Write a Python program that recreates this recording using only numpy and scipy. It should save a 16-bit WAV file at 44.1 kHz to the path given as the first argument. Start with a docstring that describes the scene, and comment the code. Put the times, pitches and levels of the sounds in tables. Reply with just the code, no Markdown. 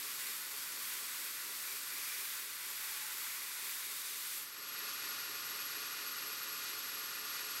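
"""A steel knife blank is drawn along a running belt grinder in a small workshop, heel first.
Grit hisses on the steel and rings the blade, over the belt's drone and taps, a bearing's throbbing
whine and a faintly singing motor drive. At 2.5 s the contact slides on to the curve and rasps more.
Near 4.5 s the blade lifts off and the belt runs free, its taps now louder, repeating the same pattern
each lap. Throughout, one close microphone with gain control holds the loudness even."""
import sys
import numpy as np
from scipy import signal
from scipy.fft import rfft, irfft
from scipy.io import wavfile
from scipy.ndimage import uniform_filter1d, minimum_filter1d, map_coordinates

SR = 44100
rng = np.random.default_rng(int(sys.argv[2]) if len(sys.argv) > 2 else 0)


def materialize(psi):
    """Save the field psi as 16-bit PCM at rate SR to the path in sys.argv[1].

    A 1-D psi becomes a single channel; in a 2-D psi each row is a channel.
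    """
    bounded = np.clip(np.atleast_2d(psi).T, -1, 1)
    quanta = np.round(bounded * 32767).astype(np.int16)
    wavfile.write(sys.argv[1], SR, quanta)


N = 335160
TIME = np.arange(N) / SR


# The hand pressing the blade on the belt, unsteady at first, then even: (time [s], pressure [dB])
HAND_PRESSURE = [(0.0, -0.3), (0.11, -1), (0.14, -2), (0.18, -3), (0.2, 0.8), (0.32, 1.4), (0.375, -1),
                 (0.4, -2), (0.55, -3), (0.58, -0.8), (0.78, -3.5), (0.83, 0), (1.1, -0.8), (1.24, 0.6),
                 (1.36, -1.6), (1.6, -1.7), (1.7, 0), (1.82, -2.5), (1.92, -1.5), (2.22, 2.5), (2.4, 1.4),
                 (2.47, 0), (2.62, -1), (2.74, -0.1), (4.36, 2)]

def contact(lift_s=4.388, fade_db_per_s=120, belly_s=2.51, blend_s=0.22):
    """The hand's stroke: pressure in dB, share of contact left, crossfade on to the blade's curve."""
    pressure_db, = curves(HAND_PRESSURE)
    touching = undb(-fade_db_per_s * np.maximum(TIME - lift_s, 0))
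    belly = np.clip(.5 + (TIME - belly_s) / blend_s, 0, 1)
    return pressure_db, touching, belly


def heel(leave_s=1.5, blend_s=.15):
    """One while the heel of the blade bears on the belt, then zero."""
    return np.clip(.5 + (leave_s - TIME) / blend_s, 0, 1)


def loaded(free, pressed, free_s=4.68, ease_s=0.37):
    """Crossfade a setting from pressed to free as the blade eases off the platen."""
    return free + (pressed - free) * np.clip((free_s - TIME) / ease_s, 0, 1)


# EQ of the grit's bright hiss and of the steel's midrange rasp: (frequency [Hz], level [dB])
HISS_EQ = [(40, -57), (300, -37), (3000, -23), (5500, -6.5), (7000, -0.5), (8500, 0.5), (10500, 1),
           (12500, 2), (14500, -0.5), (15700, -1.5)]
RASP_EQ = [(40, -47), (200, -41), (600, -20), (850, -11), (1100, -5), (1500, 3), (2200, 4), (3000, 1),
           (3700, 2.6), (4450, 0), (5500, -1.2), (7000, -6), (10000, -6)]

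def grinding(tip_s=3.02, dull_hz=13300):
    """Grains cut the chattering steel; under pressure the rasp grows faster than the hiss."""
    pressure_db, touching, belly = contact()
    hiss_db = -40.8 + 0.78 * pressure_db
    thinning_db = -4 * np.maximum(TIME - tip_s, 0)  # the blade narrows to its tip
    rasp_db = -44.1 + 1.45 * pressure_db + 1.5 * belly + thinning_db
    chatter_db = .5 * walk(45) + .35 * walk(9)
    hiss = workshop(colour(grit(per_second=30000), HISS_EQ), t60_s=0.26, wet_db=-10)
    hiss = hiss - 0.12 * belly * above(hiss, dull_hz)  # slightly duller on the curve
    rasp = workshop(colour(grit(per_second=16000), RASP_EQ), t60_s=0.13, wet_db=-9)
    return touching * undb(chatter_db) * shifting_contact(undb(hiss_db) * hiss + undb(rasp_db) * rasp)


def grit(per_second, spread_db=1.5):
    """Countless grains of uneven size strike the steel."""
    strikes = rng.random(N) < per_second / SR
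    return unit(strikes * rng.standard_normal(N) * undb(spread_db * rng.standard_normal(N)))


def shifting_contact(x, depth_db=0.35):
    """As the patch of contact shifts, each band swells and sinks a little on its own."""
    out = 0
    for edge_hz in (1500, 2200, 3100, 4300, 5800, 7600, 9800, 12500):
        upper = above(x, edge_hz)
        out = out + (x - upper) * undb(depth_db * walk(4))
        x = upper
    return out + x


# Rings of the blade along the stroke: (start [s], end [s], frequency [Hz], width [Hz], level [dB])
BLADE_RINGS = [(0.0, 2.7, 8530, 130, -59), (0.75, 1.42, 8300, 1900, -51), (0.8, 1.1, 3150, 250, -56),
               (1.62, 1.8, 11900, 1400, -51), (1.63, 1.8, 2350, 150, -53), (1.84, 2.33, 2365, 85, -50.5),
               (1.85, 2.32, 5500, 900, -53), (1.88, 2.3, 9200, 180, -56), (2.08, 2.5, 14000, 1800, -51),
               (2.4, 2.95, 70, 14, -81), (2.6, 3.38, 862, 21, -61.5), (2.8, 4.25, 1040, 170, -60),
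               (2.95, 3.5, 1326, 80, -57), (3.1, 3.6, 1970, 90, -58), (2.9, 3.95, 2050, 400, -54),
               (3.1, 3.45, 12545, 40, -53), (2.75, 3.54, 6800, 250, -56.5), (3.35, 4.5, 3760, 230, -54),
               (3.87, 4.48, 3950, 1080, -50), (3.88, 4.2, 6250, 250, -56)]

def blade_rings():
    """Resonances of the blade swell and fade as the contact slides along it."""
    out = 0
    for start, end, hz, width, db in BLADE_RINGS:
        swell = np.sin(np.pi * np.clip((TIME - start) / (end - start), 0, 1))
        out = out + undb(db) * swell * resonate(rng.standard_normal(N), hz, width)
    return out


# Tempo of the belt, dragged down a little by the blade: (time [s], speed [laps/s])
BELT_SPEED = [(0, 4.146), (2.2, 4.146), (2.5, 4.157), (4.35, 4.157), (4.55, 4.218), (7.6, 4.218)]
FREE_LAPS_PER_S = BELT_SPEED[-1][1]
SPLICE_PHASE = .15  # where in the lap the belt's joint passes the platen
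BELLY_STEADYING_DB = -1.5  # the blade's curve steadies the belt

def belt_laps():
    """The belt's travel in laps, the clock for the machine's rhythms."""
    return np.cumsum(curves(BELT_SPEED)[0]) / SR


# Swells and lulls of the belt's rattle, frame and taps: (time [s], level [dB], rattle treble boost [dB])
BELT_SURGE = [(4.35, 0.5, 1.5), (4.52, -1.2, -0.3), (4.66, -0.6, -0.3), (4.82, 0, -0.3), (4.895, 0, 1.5),
              (4.97, -0.5, 0), (5.06, 0.7, 0), (5.3, -0.8, 0), (5.55, -0.3, 0), (5.8, -0.3, 0),
              (6.57, -0.8, 0), (6.68, 0.5, 0.4), (6.76, -0.6, 0), (7.24, -0.9, 0), (7.35, 0.9, 0),
              (7.46, -0.5, 0), (7.56, 0.6, 0.5)]
# EQ of the belt's broad rattle and of its low flap: (frequency [Hz], level [dB])
RATTLE_EQ = [(40, -54), (300, -16), (680, -18.5), (850, -11), (1000, -8.5), (1150, -3), (1320, -6.5),
             (1550, -3), (2000, -1.6), (2450, -3.5), (2750, -2), (3100, -4.5), (4600, -1.7), (6000, -5.5),
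             (7200, -8), (12500, -11), (15500, -18)]
FLAP_EQ = [(40, -42), (200, -20), (240, -5), (275, 1), (365, 1.5), (440, 4.5), (490, -8.5), (545, 2.5),
           (600, 2.5), (650, -8.5), (1000, -33)]

def belt(laps, treble_hz=3400, lap_swell_db=2.6):
    """The belt rattles over wheels and platen, shakes the frame and flaps harder once a lap."""
    _, touching, belly = contact()
    surge_db, treble_db = curves(BELT_SURGE)
    rattle = workshop(colour(surface(laps, fresh=0.27), RATTLE_EQ), t60_s=0.16, wet_db=-12)
    rattle = undb(-44 - 2 * touching) * rattle  # the pressed blade quiets it
    rattle = rattle + (undb(treble_db) - 1) * above(rattle, treble_hz)
    swell_db = lap_swell_db * np.cos(2 * np.pi * (laps - SPLICE_PHASE))
    flap_db = -66.5 + swell_db + BELLY_STEADYING_DB * belly * touching
    flap = undb(flap_db) * colour(surface(laps, fresh=0.18), FLAP_EQ)
    return undb(surge_db) * (rattle + frame(laps) + taps(laps)) + flap


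def surface(laps, fresh):
    """The belt's roughness loops lap after lap, with a share of fresh noise."""
    size = int(SR / FREE_LAPS_PER_S)
    pattern = rng.standard_normal(size)
    passing = unit(map_coordinates(pattern, [laps * size % size], order=3, mode="grid-wrap"))
    return np.sqrt(1 - fresh) * passing + np.sqrt(fresh) * rng.standard_normal(N)


# Modes of platen and frame: (frequency [Hz], width [Hz], free level [dB], pressed level [dB])
FRAME_MODES = [(543.3, 8.9, -82, -80), (851, 15, -80, -76), (996, 8.8, -71, -67), (1066, 8.7, -66, -67.5),
               (1132, 10, -64.5, -73), (1154.4, 12, -69, -62), (1190, 12, -70, -69.5), (1290, 6, -68, -65),
               (1371, 7.5, -65.5, -64.5), (1467, 16, -67, -61.5), (1660, 7.7, -65.5, -74),
               (1749, 6.9, -65.5, -67), (2006, 12, -67, -67), (2450, 9.7, -63.5, -64.5),
               (2484, 8, -63.5, -63), (2630, 8.9, -67, -76), (2740, 8, -69, -76), (3793, 10, -65.5, -74),
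               (4076, 14, -63, -78), (4530, 12, -61, -85), (4920, 14, -66, -83), (6380, 50, -64.5, -76)]

def frame(laps, evenness=0.077):
    """Steady rubbing keeps the frame ringing; the blade damps some modes and wakes others."""
    rubbing = surface(laps, fresh=0.36)
    out = 0
    for hz, width, free_db, pressed_db in FRAME_MODES:
        ring = resonate(rubbing, hz, width)
        envelope = np.sqrt(np.abs(uniform_filter1d(ring ** 2, SR // 14)) + 1e-3)
        sustained = unit(ring / envelope ** evenness)  # softens the slow beats
        out = out + undb(loaded(free_db, pressed_db)) * sustained
    return out


# Tap pattern for each ring of the platen: frequency [Hz]: (place in the lap [0-1], level [dB])
TAP_PATTERN = {1421.5: [(.185, -53), (.278, -49), (.395, -54.5), (.535, -53), (.688, -51), (.758, -49.5),
               (.95, -49.5)], 1222: [(.09, -51.5), (.215, -56), (.315, -52), (.47, -53), (.54, -55),
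               (.6, -54), (.725, -52), (.945, -54)], 2484: [(.1, -55), (.27, -54.5), (.35, -55),
               (.545, -54.5), (.62, -56), (.87, -54), (.955, -56)]}

def taps(laps, attack_s=0.0046, scatter_rad=0.7):
    """Stiff spots of the belt tap the platen in the same rhythm every lap; the blade damps them."""
    out = 0
    for hz, spots in TAP_PATTERN.items():
        ring = 0
        jitter = 0.5 * walk(90)
        for place, db in spots:
            age = (laps - place) % 1 / FREE_LAPS_PER_S / attack_s
            tone = belt_tone(laps, hz, jitter + scatter_rad * rng.standard_normal())
            ring = ring + undb(db) * age * np.exp(1 - age) * tone
        out = out + ring * undb(1.1 * walk(14))
    return undb(loaded(free=-2.3, pressed=-9)) * out


def belt_tone(laps, free_hz, jitter_rad):
    """A tone whose pitch follows the belt's speed."""
    return np.sin(2 * np.pi * free_hz * laps / FREE_LAPS_PER_S + jitter_rad) * np.sqrt(2)


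# Partials of the whine: (frequency [Hz], vibrato [Hz], level [dB], throb depth [0-1],
# ripples [per turn], ripple depth [0-1], falter [dB])
BEARING_WHINE = [(11562, -48, -49.8, .42, 6, .2, 1), (13160, 32, -54.6, .38, 5, .45, 2.1),
                 (11750, 30, -61, .1, 4, .4, 1.2)]

def bearing(laps, turns_per_lap=4.62, wander_hz=22, flutter_db=2):
    """A dry bearing's whine swings with each turn, ripples as the balls pass and falters by chance."""
    angle = 2 * np.pi * laps * turns_per_lap
    out = 0
    for hz, vibrato_hz, db, throb, ripples, ripple_depth, falter_db in BEARING_WHINE:
        pitch = hz + vibrato_hz * np.cos(angle) + wander_hz * walk(250)
        tremolo = (1 + throb * np.cos(angle)) * (1 + ripple_depth * np.cos(ripples * angle))
        flicker = undb(flutter_db * walk(160) + falter_db * walk(18))
        out = out + undb(db) * unit(tremolo * flicker * np.sin(2 * np.pi * np.cumsum(pitch) / SR))
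    return out


# Tones of the taut belt:
# (frequency [Hz], free level [dB], pressed level [dB], boost under the heel [dB], throb [dB])
DRONE_TONES = [(261.5, -77.5, -81, 0, 2.5), (281, -85, -82.5, 2.5, 9), (333, -79.5, -79, -1, 4),
               (362.7, -78.5, -78, -3, 2), (405, -89, -86, 1, 13.5), (426, -78, -78, 1.5, 10),
               (443, -78, -78.5, -1, 2), (544, -82, -84, 1, 8), (732, -83, -84, 0, 9),
               (858, -86, -79, 0, 8), (997, -78, -72, -1, 5), (1222, -73.5, -80, 0, 2),
               (1421.5, -68, -79, 0, 0)]

def drone(laps, bump_width_laps=.16, drag_laps=0.089):
    """The taut belt drones and throbs as its joint passes the platen, a little later under the blade."""
    _, touching, belly = contact()
    from_splice = (laps - SPLICE_PHASE - drag_laps * touching + .5) % 1 - .5
    bump = np.exp(-.5 * (from_splice / bump_width_laps) ** 2)
    out = 0
    for hz, free_db, pressed_db, heel_db, throb_db in DRONE_TONES:
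        db = loaded(free_db, pressed_db) + heel_db * heel() + throb_db * bump + 1.4 * walk(7)
        out = out + undb(db) * belt_tone(laps, hz, 0.37 * walk(9))
    return undb(BELLY_STEADYING_DB * belly * touching) * out


# A low hum and the thin switching tones of the motor's drive: (frequency [Hz], level [dB])
MOTOR_TONES = [(129, -81), (7773, -74), (7854, -73), (7892, -65), (7935, -71), (7973, -67), (8011, -71),
               (8053, -68)]
# EQ of the rumble bed: (frequency [Hz], level [dB])
RUMBLE_EQ = [(20, -19), (60, -9), (85, -6), (110, 1), (160, 1), (200, -1), (500, -9), (2000, -57)]

def motor(laps, hum_hz=226.5):
    """Rumble and main hum change with the grinding load, under slightly wavering electrical tones."""
    tones = 0
    for hz, db in MOTOR_TONES:
        gain = undb(db + 1.6 * walk(7.1))
        tones = tones + gain * unit(np.sin(2 * np.pi * hz * TIME + 0.56 * walk(3.5)))
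    pressure_db, _, _ = contact()
    heel_db = (9 + 1.6 * pressure_db) * heel()  # under the heel the hum rises and follows the hand
    hum_db = loaded(free=-81, pressed=-83) + heel_db + walk(4)
    hum = undb(hum_db) * unit(np.sin(2 * np.pi * hum_hz * TIME + 0.28 * walk(3.46)))
    rumble_db = loaded(free=-72.8, pressed=-73.4)  # the pressed blade steadies the frame
    return tones + hum + undb(rumble_db) * colour(surface(laps, fresh=0.47), RUMBLE_EQ)


def workshop(x, t60_s, wet_db):
    """Direct sound plus dense, quickly fading reflections from bench and walls."""
    t = TIME[:SR // 3]
    echoes = rng.standard_normal(len(t)) * np.exp(-np.log(1000) * t / t60_s)
    return unit(x + undb(wet_db) * signal.fftconvolve(x, echoes / np.linalg.norm(echoes))[:N])


def undb(db):
    """Decibels to gain."""
    return 10 ** (np.asarray(db) / 20)


def unit(x):
    """Scale to an rms of one."""
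    return x / np.sqrt(np.mean(x ** 2))


def curves(table):
    """The columns of a time table as automation curves, one value per sample."""
    s, *columns = np.transpose(table)
    return [np.interp(TIME, s, c) for c in columns]


def walk(rate):
    """Smooth random drift with a spread near one and `rate` changes a second."""
    k = max(int(SR / rate), 1)
    return unit(uniform_filter1d(np.repeat(rng.standard_normal(N // k + 1), k), k)[:N])


def colour(x, eq):
    """Shape x with an EQ curve, then normalise."""
    hz, db = np.transpose(eq)
    f = np.arange(N // 2 + 1) * SR / N
    return unit(irfft(rfft(x) * undb(np.interp(np.log(f + 1), np.log(hz), db)), N))


def resonate(x, hz, width):
    """One resonance driven by x, applied twice for steep skirts."""
    b, a = signal.iirpeak(hz, hz / (2 * width), fs=SR)
    return unit(signal.lfilter(b, a, signal.lfilter(b, a, x)))


def above(x, hz):
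    """Zero-phase high-pass."""
    return signal.sosfiltfilt(signal.butter(4, hz, "high", fs=SR, output="sos"), x)


def gain_control(x, target_db, follow_s, hold_s, release_db_per_s):
    """Duck as the running power exceeds the target, hold a moment, then let the gain creep back."""
    power = np.mean(x ** 2, axis=0)
    keep = np.exp(-1 / (follow_s * SR))
    settled = keep * power[:SR // 10].mean()
    running = signal.lfilter([1 - keep], [1, -keep], power, zi=[settled])[0]
    needed_db = np.minimum(target_db - 10 * np.log10(running), 0)
    half = int(hold_s * SR / 2)
    held_db = minimum_filter1d(needed_db, 2 * half + 1, origin=half, mode="nearest")
    ramp_db = release_db_per_s * TIME
    return x * undb(ramp_db + np.minimum.accumulate(held_db - ramp_db))


def scene():
    """Machine and blade, panned dead centre."""
    laps = belt_laps()
    machine = belt(laps) + drone(laps) + bearing(laps) + motor(laps)
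    mix = machine + grinding() + blade_rings()
    return np.array([mix, mix])


def record(dry):
    """Gain control, then a steep high cut."""
    held = gain_control(dry, target_db=-41.5, follow_s=0.17, hold_s=0.11, release_db_per_s=21)
    high_cut = signal.ellip(12, .1, 75, 15750, fs=SR, output="sos")
    return signal.sosfilt(high_cut, held)


dry = scene()
out = record(dry)
materialize(out)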